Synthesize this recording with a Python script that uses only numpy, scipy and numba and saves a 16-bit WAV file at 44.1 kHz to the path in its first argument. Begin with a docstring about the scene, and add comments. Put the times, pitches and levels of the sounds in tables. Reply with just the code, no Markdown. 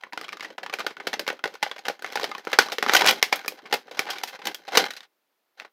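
"""Two hands pull a toy figure in its tray out of a stiff clear plastic blister, close to a phone.
Light snaps come first; the strongest falls near 2.6 s, a dense burst follows near 3 s, and a few end it.
In each snap a facet of the shell buckles: small slips ring the plastic and a broad noisy crack goes along.
Fine crackle and a dull scuff swell with every pull and after every snap, and a small room answers.
The phone turns the quiet moments down, under a faint steady hiss."""
import sys
import numpy as np
from scipy import signal
from scipy.fft import rfft, irfft
from scipy.io import wavfile
from scipy.ndimage import uniform_filter1d
from numba import njit

SR = 44100
rng = np.random.default_rng(int(sys.argv[2]) if len(sys.argv) > 2 else 0)


def put_to_file(sound):
    """Save the sound as 16-bit audio at rate SR, in the file named by the first command-line argument."""
    columns = np.atleast_2d(sound).T  # one column per channel
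    safe = np.clip(columns, -1, 1)
    whole_steps = np.round(safe * 32767)
    wavfile.write(sys.argv[1], SR, whole_steps.astype(np.int16))


N = 252296

# The facets that buckle. Each row: start in seconds, peak level in dB before room and microphone,
# pitch of the facet in Hz, bass in dB, treble in dB, length of the slipping in ms.
FACET_SNAPS = [(0.0356, -28.5, 2210, -28, -75, 3.2), (0.067, -41, 1040, 20, -50, 2.6),
               (0.124, -33.5, 1940, -32, -79, 4.9), (0.1323, -29.5, 950, -21, -31, 3.1),
               (0.1754, -23, 1450, -12, -34, 1.9), (0.2129, -27.5, 1240, -10, -24, 1.1),
               (0.236, -36, 2000, -16, -44, 1.6), (0.2424, -34, 3300, -18, -37, 7.4),
               (0.2822, -34, 1210, -19, -27, 2.7), (0.2905, -28, 2360, -36, -40, 3),
               (0.323, -35.5, 2020, -30, -32, 3.4), (0.329, -26.5, 1230, -68, -38, 5),
               (0.37, -35, 1220, -32, -35, 3.8), (0.3962, -35, 1190, -37, -41, 3.1),
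               (0.407, -28, 2170, -44, -43, 3.4), (0.4252, -33, 1690, -6, -26, 15),
               (0.4456, -30, 1980, -28, -39, 9.3), (0.4566, -33, 1770, -29, -42, 0.98),
               (0.5027, -39, 564, -24, -47, 5.1), (0.5807, -28, 1360, -6, -42, 6.6),
               (0.631, -28.5, 1660, 3, -29, 8.8), (0.6625, -26, 1650, -9, -43, 3.7),
               (0.697, -30, 1200, -37, -44, 3.9), (0.7267, -29.5, 2170, 1, -33, 15),
               (0.7379, -19.5, 2440, -6, -19, 3.2), (0.787, -28, 1520, -16, -24, 1.7),
               (0.7924, -28, 1250, 9, -14, 6.7), (0.803, -25, 1500, -27, -41, 8),
               (0.8467, -34, 765, 7, -43, 2.3), (0.8651, -18, 1540, -6, -26, 3.2),
               (0.906, -36, 2300, -8, -48, 8.8), (0.9679, -33, 1510, -31, -56, 2.8),
               (0.9997, -32, 2040, -32, -77, 9.5), (1.0692, -18, 920, -7, -22, 7.6),
               (1.1307, -22.5, 1820, -19, -28, 2.9), (1.1378, -22, 830, -32, -31, 4.6),
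               (1.194, -20, 575, -16, -14, 6.8), (1.2655, -30, 2210, -28, -41, 5.8),
               (1.2773, -18.5, 535, -31, -24, 4.4), (1.2874, -20.5, 1580, 0, -29, 5.4),
               (1.3018, -19, 2030, -16, -66, 2), (1.3277, -30.5, 530, 16, -18, 3.6),
               (1.3916, -39.5, 1470, -38, -72, 3.9), (1.4393, -17, 1500, -13, -35, 4.6),
               (1.4561, -20, 2070, 4, -33, 3.8), (1.4761, -31, 525, -1, -24, 2.1),
               (1.5399, -37.5, 503, -4, -19, 5.8), (1.5528, -35.5, 1490, -30, -31, 3.8),
               (1.627, -15.5, 876, -25, -31, 6.9), (1.664, -25, 790, -6, -63, 3.8),
               (1.696, -41, 2100, -17, -27, 2.4), (1.7134, -25, 3400, -12, -40, 3.8),
               (1.7624, -36, 680, -6, -40, 6), (1.7816, -36.5, 2200, -25, -35, 4.7),
               (1.79, -37, 790, -33, -25, 4.1), (1.853, -28.5, 3220, -29, -40, 4.9),
               (1.8661, -32, 550, -22, -30, 3.4), (1.883, -16.5, 1560, -0.5, -18, 3.3),
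               (1.8964, -21.5, 526, 1, -41, 8.8), (1.9927, -41, 834, -30, -33, 3.1),
               (2.0227, -30.5, 1550, -18, -14, 2.5), (2.0449, -22, 770, -72, -81, 1.4),
               (2.0624, -33, 2110, -9, -25, 4.2), (2.102, -35.5, 1550, -24, -41, 2.5),
               (2.1231, -31.5, 510, -19, -14, 2.6), (2.1318, -31, 2000, -27, -20, 2.8),
               (2.1559, -18.5, 820, -22, -27, 5), (2.1732, -17.5, 1530, -7, -48, 1.7),
               (2.1971, -23.5, 1110, -12, -17, 1.6), (2.2107, -30.5, 755, -9, -30, 14),
               (2.2322, -20, 546, -13, -22, 1.9), (2.2407, -19, 865, -13, -28, 9.1),
               (2.292, -35.5, 590, 15, -17, 6), (2.3149, -26, 1220, -21, -49, 2.5),
               (2.3505, -25.5, 1140, -20.5, -52, 3), (2.3811, -31.5, 1800, -4, -17, 3.4),
               (2.45, -36, 930, -10, -15.5, 3.6), (2.4709, -20, 1340, -3, -88.5, 2),
               (2.5168, -32.5, 1350, -3, -10.5, 3.8), (2.5301, -16.5, 1710, -11, -36.5, 9.8),
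               (2.5876, 1, 1550, -11.5, -21.5, 2.08), (2.6857, -26.5, 1170, -1, -26, 2.1),
               (2.7197, -23, 1460, -6, -24, 4.1), (2.7242, -26, 780, -2.5, -13, 13.4),
               (2.7834, -18.5, 457, -13.5, -24.5, 3.5), (2.8259, -13.5, 1450, 1, -22.5, 5.3),
               (2.8386, -23, 1400, -13, -32, 2.5), (2.8636, -14.5, 1310, -22, -50, 1.4),
               (2.8945, -9, 1390, -19, -40.5, 3.6), (2.9354, -9.5, 1520, -21, -4.5, 5.1),
               (2.9489, -7, 1540, -20, -13.5, 7.5), (2.9644, -9.5, 3060, -12.5, -12.5, 10.3),
               (2.9908, -20, 2190, -7, -21, 13), (3.01, -12, 2170, -1, -21, 4.3),
               (3.0191, -12.5, 910, -8, -38, 2.7), (3.0435, -16.5, 596, -9, -34, 4.5),
               (3.0555, -15.5, 1680, -5, -33, 4.1), (3.0628, -12, 2310, -12.5, -3, 1.7),
               (3.0711, -11.5, 2300, -17, -9, 10.6), (3.0825, -9.5, 3140, -23, -20.5, 15),
               (3.098, -24.5, 2970, -24.5, -15.5, 4.9), (3.109, -12, 3020, -20, -7.5, 3.1),
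               (3.2268, -6, 2180, -32.5, -13, 3.2), (3.3258, -11, 2270, -9, -27, 7.3),
               (3.3488, -30.5, 835, 26, -28, 2.1), (3.3571, -31, 740, -16, 26, 8.3),
               (3.447, -29, 1320, -11, -42, 2.4), (3.4604, -31, 1710, 6, -9, 2.1),
               (3.4798, -19, 2450, -59, 12, 4.3), (3.521, -34.5, 550, 12, -23, 5.7),
               (3.5874, -41, 885, -12, -58, 13), (3.655, -38, 2200, -32, -58, 18),
               (3.711, -36, 1400, -7, -35, 5.5), (3.7255, -14.5, 830, -36, -30, 7.5),
               (3.7375, -16, 2630, 9, -5, 8.6), (3.8797, -41, 1620, -8, -57, 8.8),
               (3.9112, -33.5, 2280, 3, -29, 12.5), (3.9702, -33.5, 1060, 0, -33, 18),
               (3.9924, -11.5, 2300, 0, -11, 3.2), (4.0652, -31, 880, -14, -56, 15),
               (4.0872, -28.5, 854, -12, -64, 21), (4.1014, -24.5, 3250, -34, -15, 16),
               (4.13, -32.5, 1110, -19, -27, 11), (4.156, -36, 2240, -13, -34, 22),
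               (4.1818, -30, 2370, -36, -18, 9), (4.2348, -20.5, 924, -31, -4, 4.7),
               (4.2729, -36, 2600, -17, -3, 32), (4.3556, -38.5, 2400, -19, -49, 3.3),
               (4.39, -40, 830, 4, -31, 9.6), (4.4169, -37, 970, -34, -48, 9.3),
               (4.4537, -25.5, 840, -30, -4, 4.9), (4.47, -19, 3080, -28, -7, 6.6),
               (4.5453, -27.5, 3300, -24, 8, 4.3), (4.6782, -31.5, 780, -7, -36, 15),
               (4.721, -31.5, 710, -10.5, -31, 1.4), (4.7256, -34, 704, -8.5, -39.5, 6.4),
               (4.7365, -25, 624, -10.5, -46, 1.5), (4.7512, -32.5, 2300, -24.5, -14.5, 5.5),
               (4.7613, -26.5, 3970, -25, -5.5, 3.9), (4.772, -4, 490, -26.5, -17, 7.8),
               (4.905, -28.5, 3960, -39, -18, 9.1), (4.936, -36, 3950, -33, -16, 1.9),
               (4.965, -36.5, 4080, -53, -20, 13), (5.0059, -36, 3630, -40, -25, 2.1),
               (5.0297, -47, 3710, -31, -30, 12.2), (5.5993, -27.5, 2650, -34.5, -40.5, 1.5),
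               (5.607, -38.5, 620, -16, -47, 2), (5.6182, -42, 876, -13, -48, 7.2),
               (5.6481, -38.5, 1434, -12, -59, 6.2)]
# Resonances of shell and card. Each row: pitch in Hz, width in Hz, relative level in dB.
SHELL_MODES = [(530, 50, -11.5), (797, 570, -39.5), (1540, 160, -13.5), (2108, 120, 0.5), (3150, 100, -8.5),
               (4050, 190, -15), (6190, 95, -12.5)]
# Basic tone colour of cracks and crackle. Each row: frequency in Hz, relative level in dB per Hz.
CRACK_COLOUR = [(24, -66.5), (40, -39), (186, -44), (473, -2.5), (639, -5), (802, 1.5), (1090, -4.5),
                (1540, 0), (1710, 0), (5180, -4.5), (8570, -21), (14500, -18.5), (16500, -39.5)]
BASS_HZ, TREBLE_HZ = 720, 6840  # edges of the tone controls
SNAP_SAMPLES = 4096  # room for one snap, about 93 ms


def undb(db):
    """Turn a level in dB into a plain gain."""
    return 10 ** (np.asarray(db) / 20)


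def shape_db(table, hz):
    """Read a curve of (Hz, dB) points, with frequency on a logarithmic axis."""
    point_hz, point_db = np.transpose(table)
    return np.interp(np.log(np.maximum(hz, 1)), np.log(point_hz), point_db)


def tilt_db(hz, bass_db, treble_db):
    """Raise or lower the bass and the treble softly, like two tone controls."""
    bass = bass_db / (1 + (hz / BASS_HZ) ** 4)
    treble = treble_db * (1 - 1 / (1 + (hz / TREBLE_HZ) ** 1.3))
    return bass + treble


def loudest(rows):
    """Find the highest rms level over 2 ms in each row."""
    power = uniform_filter1d(rows ** 2, size=88, axis=1)
    return np.sqrt(power.max(1, keepdims=True))


@njit
def follow(x, attack, release):
    """Follow the level of a sound, quick up and slow down."""
    level, out = 0., np.empty(len(x))
    for i in range(len(x)):
        size = abs(x[i])
        level += (size - level) * (attack if size > level else release)
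        out[i] = level
    return out


@njit
def ring(push, hz, t60, gain, sr):
    """Each row of pushes sets off its own damped resonances, which fall 60 dB in t60 seconds."""
    out = np.zeros(push.shape)
    for e in range(push.shape[0]):
        for m in range(hz.shape[1]):
            # one sample of turning and fading
            step = np.exp(2j * np.pi * hz[e, m] / sr - np.log(1000.) / (t60[e, m] * sr))
            z = 0j
            for i in range(min(push.shape[1], int(sr * (t60[e, m] + .03)))):
                z = z * step + push[e, i]
                out[e, i] += gain[e, m] * z.imag
    return out


def grains(per_s, spread_db, tail_s):
    """Spectrum of random clicks of uneven size, each smeared into a short fading tail of noise."""
    sizes = undb(spread_db * rng.exponential(size=N).clip(0, 3))
    clicks = (rng.random(N) < per_s / SR) * sizes
    tails = signal.lfilter([1], [1, -np.exp(-1 / (tail_s * SR))], clicks)
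    return rfft(tails * rng.standard_normal(N))


def strain(order, rise_db_per_s=498, fall_db_per_s=399.5, settle_db=(-27, -34), settle_s=0.04):
    """Level in dB of crackle (1) or rubbing (2): the pulls plus the settling after every snap."""
    # Pulls on the tray, each straining the sheet for a while. Each row: start in seconds,
    # length in seconds, crackle in dB, rubbing on the card in dB, each before its own lift.
    pulls = [(0.0, 0.01, -49.5, -41.5), (0.14, 0.23, -59, -54), (0.413, 0.11, -56, -54.5),
             (.6, 0.29, -70, -56.5), (0.978, 0.25, -54.5, -50.5), (1.277, 0.041, -67, -54),
             (1.444, 0.1, -58, -57), (1.629, 0.1, -45.5, -58), (1.861, 0.042, -41, -57),
             (2.04, .36, -47, -57.5), (2.467, 0.26, -41.5, -51.5), (2.868, .26, -27.5, -38),
             (3.161, 0.029, -36, -48.5), (3.327, 0.085, -37, -52.5), (3.49, 0.288, -53.5, -54.5),
             (3.828, 0.062, -57.5, -61), (3.944, 0.41, -43, -56.5), (4.458, 0.048, -37.5, -44),
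             (4.55, 0.13, -52.5, -66), (4.752, 0.1, -25.5, -39.5), (4.901, 0.13, -53.5, -68.5),
             (5.587, 0.044, -52.5, -69.5)]
    t = np.arange(N) / SR
    power = np.zeros(N)
    for row in pulls:
        start, hold, db = row[0], row[1], row[order + 1]
        before = np.maximum(start - t, 0)
        after = np.maximum(t - start - hold, 0)
        power += undb(2 * (db - rise_db_per_s * before - fall_db_per_s * after))
    # settling starts this far under the snap's peak, then dies away
    start, peak_db = np.transpose(FACET_SNAPS)[:2]
    kicks = np.bincount((start * SR).astype(int), undb(2 * (peak_db + settle_db[order - 1])), N)
    settling = signal.lfilter([1], [1, -np.exp(-2 / (settle_s * SR))], kicks)
    return 10 * np.log10(power + settling)


def air(level_db=-76.5):
    """Faint steady hiss of room and microphone: noise given a fixed tone colour."""
    # Colour of the hiss. 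Each row: frequency in Hz, relative level in dB per Hz.
    hiss_colour = [(29, -47), (50, -21), (340, 2.5), (776, 2), (1260, -0.5), (4450, -7), (8570, -15.5),
                   (15000, -7), (16500, -18)]
    gain = undb(shape_db(hiss_colour, np.fft.rfftfreq(N, 1 / SR)))
    hiss = irfft(rfft(rng.standard_normal(N)) * gain, N)
    return undb(level_db) * hiss / hiss.std()


def room(dry, t60_low=0.13, t60_high=0.026, wet_db=-18, gap_s=0.0019):
    """A small furnished room: diffuse echoes whose treble dies first."""
    t = np.arange(SR // 2) / SR
    noise = rng.standard_normal(len(t))
    low = signal.sosfilt(signal.butter(2, 5000, fs=SR, output="sos"), noise)
    high = noise - low
    echo = low * undb(-60 * t / t60_low) + high * undb(-60 * t / t60_high)
    echo *= t > gap_s  # the first echo comes a moment late
    echo /= np.sqrt(np.sum(echo ** 2))
    return dry + undb(wet_db) * signal.fftconvolve(dry, echo)[:N]


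def rubbing(low_hz=150, high_hz=480, lift_db=4):
    """Skin and tray drag over the card: many small jerks blur into a soft, dull scuff."""
    f = np.maximum(np.fft.rfftfreq(N, 1 / SR), 1)
    jerks = grains(per_s=150, spread_db=1.5, tail_s=.012)
    dull = jerks / (1 + (low_hz / f) ** 3) / (1 + (f / high_hz) ** 3)
    drag = irfft(dull, N)
    return undb(strain(order=2) + lift_db) * drag / drag.std()


def crackle(treble_db=-3, lift_db=-1.5, shell_db=5):
    """Dense tiny clicks of the bent sheet fuse into a rustle that the shell colours."""
    f = np.fft.rfftfreq(N, 1 / SR)
    clicks = grains(per_s=450, spread_db=4.5, tail_s=.003)
    bumps = sum(1 / (1 + (2 * (f - hz) / width) ** 2) for hz, width, _ in SHELL_MODES)
    shell = 1 + undb(shell_db) * bumps
    colour = undb(shape_db(CRACK_COLOUR, f) + tilt_db(f, 0, treble_db))
    rustle = irfft(clicks * shell * colour, N)
    return undb(strain(order=1) + lift_db) * rustle / rustle.std()


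def snaps(table, usual_bass_db=-10, usual_treble_db=-20, crack_db=2.0, tail_db=-19,
          facet_db=5.0, shell_db=-7, panels_db=-10.0):
    """Slips ring the facet, the shell and chance panels; a noisy crack with a rustling tail goes along."""
    start_s, peak_db, facet_hz, bass_db, treble_db, slip_ms = (c[:, None] for c in np.transpose(table))
    count, t = len(table), np.arange(SNAP_SAMPLES) / SR
    # the usual values leave the tone unchanged
    bass_db, treble_db = bass_db - usual_bass_db, treble_db - usual_treble_db
    noise = rng.standard_normal((count, SNAP_SAMPLES))
    dice = rng.random((count, SNAP_SAMPLES))
    chance = rng.random((count, 2, 20))  # pitch and weakness of 20 panels

    # the fold gives way, keeps slipping for a while, then lets go
    slip_s = np.clip(slip_ms, .3, 25) / 1000
    onset = 1 - np.exp(-t / (0.056 * slip_s))
    effort = onset / (1 + (t / (0.75 * slip_s)) ** 2.24)
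    push = noise * (dice < .05) * effort
    push[:, 8] += .6  # one sure slip near the start

    # pitches: the facet, the slightly detuned shell, the panels from 330 to 6600 Hz
    modes = len(SHELL_MODES)
    shell_hz, width_hz, mode_db = np.transpose(SHELL_MODES)
    panel_hz = 330 * (6600 / 330) ** chance[:, 0]
    hz = np.hstack([facet_hz, shell_hz * (1 + 0.045 * noise[:, :modes]), panel_hz])

    # plastic damps hard: facets and panels the more so the higher they are
    facet_t60 = .018 * (1500 / facet_hz) ** .4
    shell_t60 = np.minimum(np.log(1000) / (np.pi * width_hz), .025)
    panel_t60 = .018 * (1500 / (2 * panel_hz)) ** .4
    t60 = np.hstack([facet_t60, np.tile(shell_t60, (count, 1)), panel_t60])

    facet_level = facet_db + 0 * facet_hz
    shell_level = shell_db + mode_db + 4 * noise[:, -modes:]
    panel_level = panels_db + shape_db(CRACK_COLOUR, panel_hz) - 13 * chance[:, 1]
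    db = np.hstack([facet_level, shell_level, panel_level])
    rings = ring(push, hz, t60, undb(db + tilt_db(hz, bass_db, treble_db)), 1. * SR)

    f = np.fft.rfftfreq(SNAP_SAMPLES, 1 / SR)
    colour = undb(shape_db(CRACK_COLOUR, f) + tilt_db(f, bass_db, treble_db))
    hiss = irfft(rfft(noise, axis=1) * colour, axis=1)
    # the sheet rustles on after the crack
    rustle = hiss * (1 - effort) * np.exp(-t / .025) * (1 - np.exp(-t / slip_s))
    # slips come unevenly, so the crack stutters
    stutter = uniform_filter1d(1. * (dice > .975), size=40, axis=1) + .025
    crack = hiss * effort * np.sqrt(stutter / stutter.mean())
    crack = (crack + undb(tail_db) * rustle) / hiss.std(1, keepdims=True)

    sound = rings / loudest(rings) + undb(crack_db) * crack
    sound *= undb(peak_db) / loudest(sound)
    out = np.zeros(N + SNAP_SAMPLES)
    for start, one in zip((start_s[:, 0] * SR).astype(int), sound):
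        out[start:start + SNAP_SAMPLES] += one
    return out[:N]


def scene():
    """Snaps, crackle and rubbing in the room."""
    return room(snaps(FACET_SNAPS) + crackle() + rubbing())[None]


def record(dry, gate_db=-56, slope=1.4, release_s=0.011, split_hz=6500, treble_gate_db=-66,
           treble_slope=0.94, mic_low_hz=303, rumble_hz=143, top_hz=16200):
    """The microphone drops the bass; the phone ducks quiet sound, rounds peaks and cuts both ends."""
    def duck(x, threshold_db, steepness):
        """Turn down what falls under a threshold, the more so the quieter it is."""
        level = follow(x[0].copy(), 0.18, 1 / (release_s * SR))
        return x * np.minimum(level / undb(threshold_db), 1) ** steepness

    thin = signal.sosfilt(signal.butter(2, mic_low_hz, "high", fs=SR, output="sos"), dry)
    low = signal.sosfiltfilt(signal.butter(2, split_hz, fs=SR, output="sos"), thin)
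    # the treble is ducked on its own first, then everything together
    treble = duck(thin - low, treble_gate_db, treble_slope)
    ducked = duck(low + treble, gate_db, slope)
    rounded = ducked / (1 + np.abs(ducked / .9) ** 4) ** .25
    hissing = rounded + air()  # added after the ducking, so it stays steady
    cut = signal.sosfilt(signal.butter(2, rumble_hz, "high", fs=SR, output="sos"), hissing)
    return signal.sosfilt(signal.ellip(12, .2, 80, top_hz, fs=SR, output="sos"), cut)


dry = scene()
out = record(dry)
put_to_file(out)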